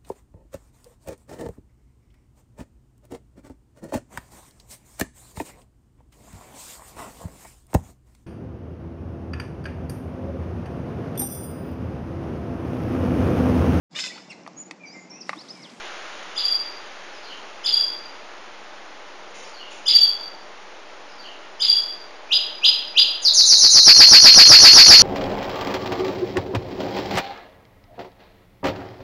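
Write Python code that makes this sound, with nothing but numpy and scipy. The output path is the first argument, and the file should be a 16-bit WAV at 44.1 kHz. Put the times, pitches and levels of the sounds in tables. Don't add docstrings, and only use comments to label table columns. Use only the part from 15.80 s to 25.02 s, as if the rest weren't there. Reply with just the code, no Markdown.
import sys
import numpy as np
from scipy import signal
from scipy.fft import rfft, irfft
from scipy.io import wavfile
from scipy.ndimage import uniform_filter1d

SR = 44100
rng = np.random.default_rng(int(sys.argv[2]) if len(sys.argv) > 2 else 0)


def put_to_file(sound):
    columns = np.atleast_2d(sound).T
    safe = np.clip(columns, -1, 1)
    whole_steps = np.round(safe * 32767)
    wavfile.write(sys.argv[1], SR, whole_steps.astype(np.int16))


N = 406602
TIME_S = np.arange(N) / SR


def syrinx(gesture, pitch=1, stretch=1, octave_db=-45, waver=.0067):
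    time_s, pitch_hz, level_db = np.transpose(gesture)
    time_s = time_s * stretch
    t = np.arange(0, time_s[-1], 1 / SR)
    glide_hz = uniform_filter1d(np.interp(t, time_s, pitch_hz), size=130, mode="nearest")
    sung_hz = glide_hz * pitch * (1 + waver * wander(len(t), rate_hz=267))
    phase = 2 * np.pi * np.cumsum(sung_hz) / SR
    envelope = amp(np.interp(t, time_s, level_db)) * signal.windows.tukey(len(t), .08)
    return envelope * (np.sin(phase) + amp(octave_db) * np.sin(2 * phase))


# time_s, pitch_hz, level_db
LOW_ARCH = [(0, 2710, -24), (.008, 3060, -6), (.016, 3555, 0), (.028, 3560, -18), (.036, 3090, -8)]
HIGH_DROP = [(0, 4970, -30.5), (.012, 5100, -20.5), (.021, 4945, -21), (.027, 4960, 0.5), (.032, 4597, -6),
             (.036, 3700, -7.5), (.039, 2610, -19.5), (.043, 1710, -29.5)]
LOW_LIFT = [(0, 2664, -4), (.011, 3196, -9.5), (.019, 3440, -0.5), (.032, 3390, -3.5), (.046, 3376, 4.5)]
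HIGH_PEEP = [(0, 4765, -25), (.010, 4777, -10), (.022, 4590, -0.5), (.034, 4720, 0), (.046, 4460, -47)]
# start_s, level_db, second_syllable_lag_s, last_peep_db, peep_pitch_ratio
CHIRP_EVENTS = [(.552, -15.5, 0.05, 1.5, 1.022), (1.835, -11.2, 0.055, -2, 1.02),
                (4.055, -6, 0.048, -2, 1.003), (5.794, -8.5, 0.053, -4.5, 1.018)]

def chirps(low_voice_db=-10.5, drop_db=1.2, second_db=-2, third_db=-6, third_gap_s=.069, peep_lag_s=.021):
    out = np.zeros(N)
    for start_s, level_db, gap_s, last_peep_db, pitch in CHIRP_EVENTS:
        low_db = level_db + low_voice_db
        add(out, start_s, amp(low_db) * syrinx(LOW_ARCH, octave_db=-10, waver=.01))
        add(out, start_s, amp(level_db + drop_db) * syrinx(HIGH_DROP, octave_db=-19, waver=.0083))
        syllables = (gap_s, second_db, 0), (gap_s + third_gap_s, third_db, last_peep_db)
        for lag_s, lift_db, peep_db in syllables:
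            add(out, start_s + lag_s, amp(low_db + lift_db) * syrinx(LOW_LIFT, octave_db=-15))
            add(out, start_s + lag_s + peep_lag_s, amp(level_db + peep_db) * syrinx(HIGH_PEEP, pitch))
    return out


# time_s, pitch_hz, level_db
LOW_WHIP = [(0, 2367, -31), (.018, 2530, -19.5), (.029, 2905, -3.5), (.036, 3394, 0.5), (.041, 4100, 1),
            (.044, 4470, -18)]
HIGH_PING = [(0, 4690, -6), (.006, 4883, -1.5), (.016, 4870, 5), (.028, 4850, -17.5), (.036, 4650, -8)]
# start_s, level_db, ping_pitch_ratio
WHIP_EVENTS = [(6.489, -9.5, 1.007), (6.812, -6.3, 1.006), (7.143, -5.5, .995)]

def whips(ping_lag_s=.04, ping_db=-4):
    out = np.zeros(N)
    for start_s, level_db, pitch in WHIP_EVENTS:
        add(out, start_s, amp(level_db) * syrinx(LOW_WHIP, octave_db=-21))
        add(out, start_s + ping_lag_s, amp(level_db + ping_db) * syrinx(HIGH_PING, pitch))
    return out


# time_s, easy_hz, driven_hz, easy_db, driven_db
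TRILL_SWEEP = [(0, 7397, 7020, -1, -7), (.006, 6847, 6410, -9, -17), (.022, 6259, 5941, -2.5, -8.5),
               (.038, 5871, 5618, -4.5, -4), (.056, 4938, 4965, -2, 4), (.069, 4430, 4517, -3, 6),
               (.083, 4093, 4290, -6, 1), (0.099, 4100, 4304, -8.5, -6), (.112, 3580, 4247, -1.5, -12.5)]
# time_s, drive_fraction, level_db
TRILL_EFFORT = [(7.439, 0, -4.5), (7.8, 0.31, -5.5), (7.93, 0.28, -3.5), (8.051, .9, -3.3),
                (8.55, 0.97, -1), (9.21, 1, 1.5)]

def trill(count=15, first_beat_s=7.4364, period_s=.1207, slowing_s=.00092, lead_s=.028):
    first_stretch, stretch_step, first_opening_db, pitch_scatter = .62, .23, -17, .006
    time_s, easy_hz, driven_hz, easy_db, driven_db = np.transpose(TRILL_SWEEP)
    effort_s, drives, efforts_db = np.transpose(TRILL_EFFORT)
    opening = np.interp(time_s, (.04, .055), (1, 0))
    out = np.zeros(N)
    beat_s = first_beat_s
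    for k in range(count):
        drive = np.interp(beat_s, effort_s, drives)
        effort_db = np.interp(beat_s, effort_s, efforts_db)
        stretch = min(first_stretch + k * stretch_step, 1)
        opening_db = first_opening_db * ((1 - stretch) / (1 - first_stretch)) ** 2
        pitch_hz = easy_hz + drive * (driven_hz - easy_hz)
        level_db = easy_db + drive * (driven_db - easy_db) + opening_db * opening
        gesture = np.transpose([time_s, pitch_hz, level_db])
        pitch = 1 + pitch_scatter * rng.standard_normal()
        sweep = syrinx(gesture, pitch, stretch, waver=.00317)
        add(out, beat_s - lead_s * stretch, amp(effort_db) * sweep)
        beat_s += period_s + k * slowing_s
    return out


# start_s, length_s, level_db
FLUTTER_EVENTS = [(3.534, 0.16, -38.5), (3.899, 0.094, -39.5)]
# frequency_hz, density_db
FEATHER_SPECTRUM = [(150, -32), (500, 8), (1700, -6), (2400, 6), (4000, -2), (5000, -3), (7000, 3),
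                    (8000, -17)]

def wings(beat_hz=24):
    strokes = np.zeros(N)
    for start_s, length_s, level_db in FLUTTER_EVENTS:
        t = np.arange(0, length_s, 1 / SR)
        beats = np.sin(np.pi * beat_hz * t) ** 2
        add(strokes, start_s, amp(level_db) * beats * np.exp(-t / length_s))
    return strokes * noise(FEATHER_SPECTRUM)


# lag_s, level_db, from_hz, to_hz
FAR_NOTES = [(0, -8.5, 5430, 4700), (0.102, -0.5, 4850, 4030), (0.156, 3.5, 3200, 2700)]
# start_s, level_db
FAR_EVENTS = [(1.315, -36), (3.62, -35), (5.268, -36)]

def far_bird(note_s=.044):
    out = np.zeros(N)
    for start_s, call_db in FAR_EVENTS:
        for lag_s, note_db, from_hz, to_hz in FAR_NOTES:
            gesture = [(0, from_hz, -8), (note_s / 2, (from_hz + to_hz) / 2, 0), (note_s, to_hz, -8)]
            add(out, start_s + lag_s, amp(call_db + note_db) * syrinx(gesture, waver=.0414))
    return out


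# frequency_hz, density_db
WASH_SPECTRUM = [(20, -28), (60, -21), (100, -24), (140, -28), (195, -10), (240, -14.5), (320, -5.5),
                 (600, -4.5), (820, -3.5), (1600, -7.5), (3300, -14), (6700, -22), (8000, -32)]
HISS_SPECTRUM = [(300, -26), (1200, 10), (3000, 7), (5000, -2.5), (7000, -1.5), (8000, -29)]
# pitch_hz, width_hz, level_db
DRONE_BANDS = [(605.5, 4.1, -55.5), (839, 38, -57)]

def outdoors(wash_db=-43.5, swell_db=3.5, hiss_db=-38.5, half_level_s=.95):
    fading = 1 / (1 + TIME_S / half_level_s)
    out = amp(wash_db + swell_db * fading) * noise(WASH_SPECTRUM)
    out += amp(hiss_db) * fading * noise(HISS_SPECTRUM)
    for pitch_hz, width_hz, level_db in DRONE_BANDS:
        pole = np.exp((2j * np.pi * pitch_hz - np.pi * width_hz) / SR)
        drone = signal.lfilter([1], [1, -pole], rng.standard_normal(N)).real
        out += amp(level_db) * unit_rms(drone)
    return out


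# delay_s, gain_ratio
WALL_ECHOES = [(.0023, 0.35), (.0051, -0.18), (0.0142, 0.7), (0.021, -.35), (.0305, 0.62)]

def near_walls(sound):
    out = sound.copy()
    for delay_s, gain in WALL_ECHOES:
        add(out, delay_s, gain * sound)
    return out


# frequency_hz, t60_s
ROOM_DECAY = [(2000, 0.67), (3400, 0.54), (4800, 0.55), (7000, 0.45)]

def room(sound, build_up_s=.0077, echoes_per_s=4000):
    taps = rng.standard_normal(SR) * (rng.random(SR) < echoes_per_s / SR)
    hz, t, spectra = signal.stft(taps, SR, nperseg=256)
    decay = amp(-60 * t / log_interp(ROOM_DECAY, hz)[:, None])
    onset = 1 - np.exp(-t / build_up_s)
    tail = signal.istft(spectra * decay * onset, SR, nperseg=256)[1]
    song_band = abs(rfft(tail))[3000:6000]
    return signal.fftconvolve(sound, tail / np.sqrt(np.mean(song_band ** 2)))[:N]


def amp(db):
    return 10 ** (np.asarray(db) / 20)


def unit_rms(x):
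    return x / np.sqrt(np.mean(x ** 2) + 1e-20)


def log_interp(table, hz):
    table_hz, values = np.transpose(table)
    return np.interp(np.log(hz + 1), np.log(table_hz + 1), values)


def add(mix, start_s, sound):
    part = mix[max(round(start_s * SR), 0):][:len(sound)]
    part += sound[:len(part)]


def noise(spectrum):
    gain = amp(log_interp(spectrum, np.fft.rfftfreq(N, 1 / SR)))
    return unit_rms(irfft(rfft(rng.standard_normal(N)) * gain, N))


def wander(n, rate_hz):
    lowpass = np.exp(-(np.fft.rfftfreq(SR, 1 / SR) / rate_hz) ** 2)
    return unit_rms(irfft(rfft(rng.standard_normal(SR)) * lowpass, SR))[:n]


# time_s, level_db
CANARY_FACING = [(7.95, -1), (8.1, 2)]

def scene(direct_db=-3, room_loss_db_per_db=.11):
    canary = chirps() + whips() + trill() + wings()
    facing_db = np.interp(TIME_S, *np.transpose(CANARY_FACING))
    direct = near_walls(amp(direct_db + facing_db) * canary)
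    ringing = room(amp(-room_loss_db_per_db * facing_db) * canary + far_bird())
    return (direct + ringing + outdoors())[None]


def record(dry, rate_hz=16000, band_hz=7200, cutoff_hz=15800, input_ceiling=.73, output_ceiling=.93):
    band_exponent, mirror_exponent, dc_offset = 55, 10.56, -.0065
    n = N + SR
    slow_n = round(n * rate_hz / SR)
    sampled = irfft(rfft(dry[0], n)[:slow_n // 2 + 1], slow_n) * slow_n / n
    clipped = np.clip(sampled, -input_ceiling, input_ceiling)
    slow_hz = abs(np.fft.fftfreq(slow_n, 1 / rate_hz))
    spectrum = np.fft.fft(clipped) / np.sqrt(1 + (slow_hz / band_hz) ** band_exponent)
    hz = np.fft.rfftfreq(n, 1 / SR)
    mirrored = spectrum[np.arange(len(hz)) % slow_n] / (1 + (2 * hz / rate_hz) ** mirror_exponent)
    restored = irfft(mirrored, n)[:N] * n / slow_n
    out = np.clip(restored + dc_offset, -output_ceiling, output_ceiling)
    lowpass = signal.firwin(511, cutoff_hz, window=("kaiser", 9), fs=SR)
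    return signal.oaconvolve(out, lowpass, "same")[None]


dry = scene()
out = record(dry)
put_to_file(out)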